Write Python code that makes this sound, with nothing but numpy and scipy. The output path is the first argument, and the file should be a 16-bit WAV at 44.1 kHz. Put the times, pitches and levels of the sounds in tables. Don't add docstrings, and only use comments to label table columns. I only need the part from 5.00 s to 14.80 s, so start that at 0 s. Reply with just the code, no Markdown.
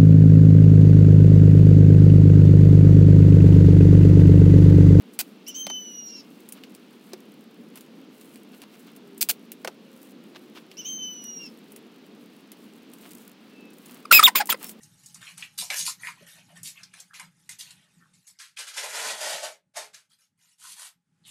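import sys
import numpy as np
from scipy import signal
from scipy.fft import rfft, irfft
from scipy.io import wavfile
from scipy.ndimage import map_coordinates

SR = 44100
rng = np.random.default_rng(int(sys.argv[2]) if len(sys.argv) > 2 else 0)


def persist_wave(psi):
    counts = np.round(np.clip(psi, -1, 1) * 32767).astype(np.int16)
    wavfile.write(sys.argv[1], SR, np.atleast_2d(counts).T)


N = 432180

# (frequency [Hz], decay by 60 dB [s])
ECHO_DECAY = [(200, 0.22), (2000, 0.0933), (14000, 0.11)]
# (frequency [Hz], gain [dB])
TRAFFIC_EQ = [(15, -66), (25, -43), (81, -40), (96, -30.5), (123, -24), (144, -12.5), (189, -3), (210, 2),
              (292, -1.5), (395, -9), (432, -6.5), (591, -17.5), (900, -27.5), (1170, -43), (1980, -120)]
# (frequency [Hz], gain [dB])
HISS_EQ = [(300, -20), (600, 0.5), (1200, 1), (1900, -2.5), (2800, 0), (4200, -4), (6000, -12),
           (9000, -23.5)]
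# (time [s], length [s], start pitch [Hz], end pitch [Hz], level [dB])
GLIDES = [(3.918, 0.448, 436.5, 348.5, -54), (4.70, 0.55, 560.7, 495, -62.5),
          (4.992, 0.957, 324.2, 393.7, -57.5), (6.596, 0.3588, 439, 356.2, -58.5),
          (8.5, 0.248, 2690, 2578, -58), (9.639, 0.059, 5420, 5327, -51.5)]

# (time into note [s], pitch [Hz], gain [dB], roughness [0-1])
CHIP_SHAPE = [(0, 2635, -5.5, 1), (.007, 2782, -3, 0.89), (.022, 3028, 4, 0.12), (.038, 3009, 1, 0.3),
              (.048, 2800, -6, .7), (.058, 2790, -19, 1), (.08, 2794, -16.5, 0.8)]
# (time [s], length [s], roughness of frayed end [0-1], fundamental there [dB])
BIRD_CRIES = [(0.54, 0.6813, 0.53, -59.5), (5.844, 0.6446, 0.24, -49.5)]

# (centre time [s], length [s], level [dB])
FINGER_PRESSES = [(0.147, 0.055, -60.5), (1.452, 0.79, -73.5), (2.134, 0.346, -71.5), (2.79, 0.21, -64.5),
                  (3.237, 0.099, -70), (3.6, 1, -70), (5.026, 0.274, -63), (5.59, 0.141, -61),
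                  (6.423, 0.6, -71.5), (7.648, 0.33, -78.5), (8.162, 0.585, -59), (8.861, 0.352, -57.5),
                  (9.658, 0.19, -41)]
# (frequency [Hz], gain [dB])
CRINKLE_EQ = [(2000, -8.5), (5000, -7), (8000, 1), (11000, 0.5), (15000, 0.5)]
# (time [s], length [s], level [dB])
FINGER_SCUFFS = [(1.535, 0.072, -53.5), (2.11, 0.049, -53.5), (2.729, 0.068, -52), (3.513, 0.0557, -54),
                 (3.606, 0.0606, -52), (3.722, 0.0473, -52.5), (3.849, .07, -52.5), (5.338, 0.0455, -46),
                 (5.541, 0.0654, -45), (8.014, 0.085, -51), (8.78, 0.302, -55.5), (9.584, 0.104, -46)]
# (time [s], rough peak level [dB], top over mid layer [dB])
TICK_CUES = [(0.477, -29, 12.5), (0.4832, -20, 20), (0.493, -26, 17), (1.489, -25, 13.5),
             (1.5233, -18.5, 16), (1.6366, -27, -18.5), (1.7493, -30, 4), (2.7573, -27, 6.5),
             (2.774, -27.5, 5.5), (2.809, -30, 5), (3.2119, -31.5, 4.5), (3.3577, -32, 1),
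             (3.6181, -28.5, -1.5), (3.9628, -31.5, 9), (4.179, -27, 14.5), (4.5188, -19, 9.5),
             (5.7152, -30.5, -20.5), (6.2398, -26.5, 9.5), (6.72, -30, 17.5), (6.762, -27, 9),
             (7.5184, -26.5, 5), (7.9356, -29.5, 7.5), (8.1121, -31.5, 3), (9.4575, -21, 17),
             (9.472, -17.5, 14.5), (9.6941, -20, 11)]
# (frequency [Hz], gain [dB])
TICK_MID_EQ = [(400, -25), (1200, -12.5), (2100, -1.5), (2900, 2), (3700, -3.5), (5000, -3), (9000, -14.5)]
# (frequency [Hz], gain [dB])
TICK_TOP_EQ = [(3000, -36.5), (6000, -6.5), (9000, 1), (15000, -0.5)]
# (time [s], thump [dB], thud [dB], clack [dB])
KNOCK_CUES = [(0.667, -55, -48.5, -45.5), (0.7, -60, -50.5, -52.5), (2.133, -48.5, -56, -53),
              (4.647, -48.5, -43, -51), (4.675, -57, -43.5, -47.5)]
# (frequency [Hz], bandwidth [Hz], gain [dB])
BOARD_MODES = [(372, 107, -16.5), (548, 54, 3), (640, 230, 19), (853, 107, 8), (1140, 120, -4),
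               (1480, 105, -23), (2233, 112, -9.5)]
# (frequency [Hz], gain [dB])
CLACK_EQ = [(880, -25.5), (1500, -8.5), (2140, 3), (2870, -4.5), (5620, -1), (6640, -9.5), (13400, -14.5),
            (15800, -13)]
# (time [s], hold [s], level [dB], low-end gain [dB])
RIP_CUES = [(.190, 0.00213, -19, -4.5), (.194, 0.02124, -26, -1.5), (4.209, .003, -23, -21.5),
            (4.2131, 0.00277, -16.5, -19.5), (4.221, 0.00224, -16, -23), (4.227, 0.00173, -13.5, -16),
            (4.288, 0.00264, -23, 3.5), (4.293, 0.00963, -18, -1), (4.302, 0.01264, -23, -15)]
# (frequency [Hz], gain [dB])
TAPE_EQ = [(240, -66.5), (400, -25), (729, -4.5), (1100, -15), (1520, -7.5), (1830, -11.5), (2530, -2),
           (3390, -6.5), (4910, -2.5), (5380, -6), (9080, -3.5), (10300, -7), (11300, -3.5), (15800, -2)]

# (peak time [s], rise [s], fall [s], slip rate [Hz], tone [dB], rasp [dB])
GROAN_CUES = [(9.056, 0.00355, 0.0043, 1241, -33, -49), (9.116, 0.00533, .008, 1381, -6, -14.5),
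              (9.196, .005, 0.01004, 1293, -6.5, -11.5), (9.211, 0.015, 0.0276, 1030, -46.5, -26),
              (9.232, .006, 0.0063, 1286, -12, -11.5), (9.279, .005, 0.0191, 1020, -16.5, -17),
              (9.356, 0.0051, 0.0063, 1110, -21, -21.5), (9.408, .011, 0.01956, 828.2, -19.5, -24.5),
              (9.495, 0.00477, 0.0026, 999, -24, -30), (9.527, 0.0089, 0.01016, 1318, -26.5, -21.5),
              (9.545, 0.0038, 0.01005, 559, -33, -47.5)]
# (frequency [Hz], level against the fundamental [dB])
GROAN_PARTIALS = [(1200, -5.5), (1600, -8), (1950, -2), (2600, -14.5), (3800, -21.5), (5100, -11),
                  (6200, -31), (7600, -26), (9200, -20.5), (11000, -30), (13000, -25), (15400, -27.5)]
# (frequency [Hz], gain [dB])
GROAN_RASP_EQ = [(40, -19.5), (300, -6), (1500, 4), (2500, -2), (3600, -3), (5100, -6.5), (6000, -8),
                 (7400, -2), (8300, -4), (9300, 2.5), (11300, -12), (13000, -8.5), (15500, -8)]
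# (time [s], length [s], start pitch [Hz], mid pitch [Hz],
# end pitch [Hz], arch flatness [exponent], overshoot [share], tone [dB], rasp [dB], opening burst [dB])
SQUEAL_CUES = [(9.124, 0.0685, 2403, 2559, 2208, 3.6, .33, -11.5, -14.5, -9.5),
               (9.2369, 0.0367, 3400, 3795, 2184, 1.6, 0.042, -8, -21.5, -12),
               (9.3594, .040, 2542, 2440, 2105, 2.01, 0.17, -28.5, -19.5, -13),
               (9.499, 0.0264, 2801, 3309, 3067, 2.3, 0.11, -25, -20, -21)]
# (frequency [Hz], level against the fundamental [dB])
SQUEAL_PARTIALS = [(1200, -3), (2400, -14.5), (3800, -37.5), (5100, -5), (6200, -43), (7500, -15),
                   (9200, -25), (11700, -33.5), (12900, -3), (14200, -12), (15400, -9)]
# (frequency [Hz], gain [dB])
SQUEAL_RASP_EQ = [(40, -21), (300, -7), (1500, -4), (2500, 1.5), (3600, -1), (5100, -9), (6000, -13),
                  (7400, -2.5), (8300, -16), (9300, -10), (11300, -15.5), (13000, 4.5), (14200, 0),
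                  (15500, 2.5)]

TOP_HZ = 15900


def amp(db):
    return 10 ** (np.asarray(db) / 20)


def unit(x):
    return x / np.sqrt(np.mean(x ** 2) + 1e-20)


def along(points, hz):
    freqs, values = np.transpose(points)
    return np.interp(np.log(hz + 1), np.log(np.sort(freqs) + 1), values)


def automation(rows):
    times, *columns = np.transpose(rows)
    t = np.arange(times[0], times[-1] + 2 / SR, 1 / SR)
    return [np.interp(t, times, column) for column in columns]


def add(track, s, x):
    part = track[max(round(s * SR), 0):][:len(x)]
    part += x[:len(part)]


def wobble(rate, n):
    return map_coordinates(rng.standard_normal(int(n * rate / SR) + 4), [np.arange(n) * rate / SR])


def eq(x, points, size=4096):
    cepstrum = irfft(np.log(amp(along(points, np.fft.rfftfreq(size, 1 / SR)))))
    cepstrum[1:size // 2] *= 2
    cepstrum[size // 2 + 1:] = 0
    kernel = irfft(np.exp(rfft(cepstrum)))
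    return signal.fftconvolve(x, kernel / np.linalg.norm(kernel))[:len(x)]


def low_cut(x, hz, order=2):
    return signal.sosfilt(signal.butter(order, hz, "high", fs=SR, output="sos"), x)


def grains(n, spread_db):
    return unit(rng.standard_normal(n) * amp(spread_db * np.clip(rng.standard_normal(n), -3, 3)))


def traffic(mid_scene_db=-50, fade_db_per_s=0.1423):
    db = mid_scene_db - fade_db_per_s * (np.arange(N) - N / 2) / SR
    return amp(db + 1.2 * wobble(6, N)) * eq(rng.standard_normal(N), TRAFFIC_EQ)


def air(db=-59):
    return low_cut(amp(db + 0.37 * wobble(3, N)) * eq(rng.standard_normal(N), HISS_EQ), hz=150)


def faint_whistles():
    out = np.zeros(N)
    for s, length, from_hz, to_hz, db in GLIDES:
        n = int(length * SR)
        hz = np.linspace(from_hz, to_hz, n) * (1 + .008 * wobble(300, n))
        tone = np.sqrt(2) * np.sin(2 * np.pi * np.cumsum(hz) / SR)
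        add(out, s, amp(db) * np.sin(np.linspace(0, np.pi, n)) * tone)
    return out


def wall_echo(send):
    hz, t, spectrum = signal.stft(rng.standard_normal(SR // 4), SR, nperseg=256)
    decay = amp(-60 * t / along(ECHO_DECAY, hz)[:, None])
    _, tail = signal.istft(spectrum * decay, SR, nperseg=256)
    return signal.fftconvolve(send, tail / np.linalg.norm(tail))[:N]


def syrinx(hz, fundamental_db, octave_db, rough, upper_db):
    n = len(hz)
    phase = 2 * np.pi * np.cumsum(hz * (1 + (.001 + .018 * rough) * wobble(1100, n))) / SR
    upper = amp(-34.5) * np.sin(3 * phase) + amp(-25.5) * np.sin(4 * phase)
    upper += amp(-22.5) * np.sin(5 * phase)
    upper *= amp(upper_db + 3 * wobble(18, n))
    tone = amp(fundamental_db + 1.6 * wobble(27.8, n)) * np.sin(phase)
    tone += amp(octave_db + 0.8 * wobble(43, n)) * (np.sin(2 * phase) + upper)
    doubling = .5 * np.sqrt(rough) * np.clip(.6 + .5 * wobble(30, n), 0, 1) * np.sin(phase / 2)
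    flutter = .7 * np.sin(.19 * phase + 1.2 * wobble(250, n)) + .45 * wobble(1500, n)
    return np.sqrt(2) * tone * (1 + doubling + rough * flutter)


def cry(length, end_rough, end_db, pitch_hz=3165.2, sag_hz_per_s=620, fray_at_s=0.5224):
    t = np.arange(int(length * SR)) / SR
    scoop, droop = np.exp(-t / .008), np.exp((t - length) / 0.02587)
    hz = pitch_hz - sag_hz_per_s * t - 489.5 * scoop - 263.5 * droop
    hz *= 1 + 0.0057 * np.exp(-t / 0.148) * wobble(70.83, len(t))
    fray = np.clip((t - fray_at_s) / 0.017, 0, 1)
    clear_db = -42.5 - 65.5 * np.maximum(t - 0.2335, 0)
    fundamental_db = (1 - fray) * clear_db + fray * end_db
    octave_db = -42 + 7 * np.exp(-(t / 0.178) ** 2) - 3.5 * fray
    rough = 0.435 * (np.exp(-(t / 0.048) ** 2) + droop) + end_rough * fray
    gate = np.minimum(t / 0.0132, 1) * np.minimum((length - t) / 0.0229, 1)
    return gate * syrinx(hz, fundamental_db, octave_db, np.clip(rough, 0, 1), upper_db=-5.5 * t)


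def bird(chip_lead_s=0.074):
    out = np.zeros(N)
    hz, swell_db, rough = automation(CHIP_SHAPE)
    for s, length, end_rough, end_db in BIRD_CRIES:
        add(out, s - chip_lead_s, syrinx(hz, swell_db - 47.5, swell_db - 42, rough, upper_db=2.5))
        add(out, s, cry(length, end_rough, end_db))
    return low_cut(out, hz=2100, order=8)


def tape_crinkle(rest_db=-69, pops_per_s=34):
    pressure = np.full(N, amp(rest_db))
    for s, length, db in FINGER_PRESSES:
        add(pressure, s - length / 2, amp(db) * np.hanning(int(length * SR)))
    clumps = unit(amp(3 * wobble(14, N) + 3 * wobble(300, N)))
    triggers = (rng.random(N) < pops_per_s / SR) * rng.random(N)
    pops = signal.fftconvolve(triggers, np.geomspace(1, .001, SR // 80))[:N] * rng.standard_normal(N)
    return pressure * eq(clumps * grains(N, spread_db=2) + amp(-2) * unit(pops), CRINKLE_EQ)


def scuffs():
    out = np.zeros(N)
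    for s, length, db in FINGER_SCUFFS:
        n = int(length * SR)
        add(out, s, amp(db) * np.hanning(n) * eq(grains(n, spread_db=11), HISS_EQ))
    return low_cut(out, hz=400)


def ticks(snap_t60_s=0.0062, tail_t60_s=0.0627, crest_db=27.5):
    out, t = np.zeros(N), np.arange(SR // 10) / SR
    fade = amp(-60 * t / snap_t60_s) + 0.49 * amp(-60 * t / tail_t60_s)
    for s, peak_db, top_db in TICK_CUES:
        mid = unit(eq(fade * grains(len(t), spread_db=2.5), TICK_MID_EQ))
        top = unit(eq(fade * grains(len(t), spread_db=2.5), TICK_TOP_EQ))
        add(out, s, amp(peak_db - crest_db) * unit(mid + amp(top_db) * top))
    return low_cut(out, hz=300)


def knocks(thump_hz=390):
    out, t = np.zeros(N), np.arange(SR // 6) / SR
    for s, thump_db, thud_db, clack_db in KNOCK_CUES:
        impact = rng.standard_normal(len(t)) * amp(-60 * t / 0.042)
        boards = sum(amp(db + rng.normal(0, 1.46)) * np.exp(-np.pi * width * t)
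                     * np.cos(2 * np.pi * hz * t) for hz, width, db in BOARD_MODES)
        thud = low_cut(signal.fftconvolve(impact, boards)[:len(t)], hz=303)
        tone = np.sin(2 * np.pi * thump_hz * (1 + 0.297 * rng.normal()) * t)
        thump = low_cut(tone * amp(-60 * t / 0.067) * (1 - np.exp(-t / 0.00133)), hz=179)
        burst = rng.standard_normal(len(t)) * amp(-60 * t / 0.032)
        clack = low_cut(eq(burst, CLACK_EQ), hz=700)
        add(out, s, amp(thump_db) * unit(thump) + amp(thud_db) * unit(thud) + amp(clack_db) * unit(clack))
    return out


def tape_rips(stop_t60_s=0.0061, ring_t60_s=0.0615):
    out, t = np.zeros(N), np.arange(SR // 10) / SR
    for s, hold, db, low_db in RIP_CUES:
        after = np.maximum(t - hold, 0)
        peel = amp(-60 * after / stop_t60_s) + 0.266 * amp(-60 * after / ring_t60_s)
        snaps = peel * unit(np.tanh(.2 * grains(len(t), spread_db=6)))
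        colour = [(hz, gain + low_db * np.exp(-hz / 1800)) for hz, gain in TAPE_EQ]
        add(out, s, amp(db) * eq(snaps, colour))
    return out


def overtones(hz, colour):
    phase = 2 * np.pi * np.cumsum(hz) / SR
    return sum(amp(along(colour, k * hz)) * (k * hz < TOP_HZ)
               * np.sin(k * phase + rng.uniform(0, 2 * np.pi)) for k in range(2, 11))


def stick_slip(hz, tone_db, rasp_db, partials, rasp_eq):
    n = len(hz)
    chaos = amp(np.minimum(rasp_db - tone_db, 6))
    rate = hz * (1 + 0.017 * chaos ** 2 * wobble(900, n) + 0.012 * wobble(143, n))
    rate += 35 * (1000 / hz) * wobble(800, n)
    phase = 2 * np.pi * np.cumsum(rate) / SR
    tone = np.sqrt(2) * amp(tone_db) * (np.sin(phase) + overtones(rate, partials))
    patch_rates = (hz * rng.uniform(0.68, 1) * (1 + 0.01589 * wobble(250, n)) for _ in range(4))
    patches = unit(sum(overtones(patch_hz, rasp_eq) for patch_hz in patch_rates))
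    colour = [(f, db + rng.normal(0, 1.1)) for f, db in rasp_eq] + [(TOP_HZ, 0), (TOP_HZ + 441, -40)]
    puffs = eq(unit(np.exp(0.795 * np.cos(phase))) * rng.standard_normal(n), colour)
    grip = unit(amp(2.5 * wobble(462, n)))
    return tone + grip * amp(rasp_db) * (amp(-6) * puffs + amp(-4.5) * patches)


def pipe_groans(sag_share=.22):
    out = np.zeros(N)
    for s, rise, fall, hz, tone_db, rasp_db in GROAN_CUES:
        t = np.arange(-2 * rise, 2 * fall, 1 / SR)
        spent = (np.maximum(t, 0) / fall) ** 1.684
        swell_db = -20 * (spent + (np.minimum(t, 0) / rise) ** 2)
        rate = hz * (1 - sag_share) ** spent
        groan = stick_slip(rate, tone_db + swell_db, rasp_db + swell_db, GROAN_PARTIALS, GROAN_RASP_EQ)
        add(out, s + t[0], groan)
    return out


def pipe_squeals(burst_s=.003, attack_s=0.0027, release_s=0.019, rasp_fade_db=9.5):
    out = np.zeros(N)
    for cue in SQUEAL_CUES:
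        s, length, start_hz, mid_hz, end_hz, flatness, overshoot, tone_db, rasp_db, burst_db = cue
        t = np.arange(-2 * burst_s, length + attack_s, 1 / SR)
        position = np.clip(2 * t / length - 1, -1, 1)
        hz = mid_hz + (np.where(position < 0, start_hz, end_hz) - mid_hz) * np.abs(position) ** flatness
        hz *= 1 + overshoot * np.exp(-np.abs(t) / .007) * np.cos(2 * np.pi * t / .0095)
        attack = np.maximum(1 - t / attack_s, 0)
        release = np.maximum(1 + (t - length) / release_s, 0)
        swell_db = -10 * attack ** 2 - 11 * release ** 2
        rasp = amp(rasp_db + swell_db / 2 - rasp_fade_db * position / 2)
        rasp += amp(burst_db - 10 * (t / burst_s) ** 2)
        squeal = stick_slip(hz, tone_db + swell_db, 20 * np.log10(rasp), SQUEAL_PARTIALS, SQUEAL_RASP_EQ)
        add(out, s + t[0], squeal)
    return out


def scene():
    handwork = tape_rips() + knocks() + ticks() + scuffs()
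    pipe = pipe_groans() + pipe_squeals()
    calls = bird()
    echo = wall_echo(amp(-21.5) * handwork + amp(-21) * pipe + amp(-4) * calls)
    return (handwork + pipe + calls + echo + faint_whistles() + tape_crinkle() + air() + traffic())[None]


def record(dry, ceiling=.8):
    soft = dry / (1 + np.abs(dry / ceiling) ** 8) ** (1 / 8)
    edge = np.clip((TOP_HZ - np.fft.rfftfreq(N, 1 / SR)) / 500 + .5, 0, 1)
    return irfft(rfft(soft) * np.sin(np.pi / 2 * edge) ** 2, N)


dry = scene()
out = record(dry)
persist_wave(out)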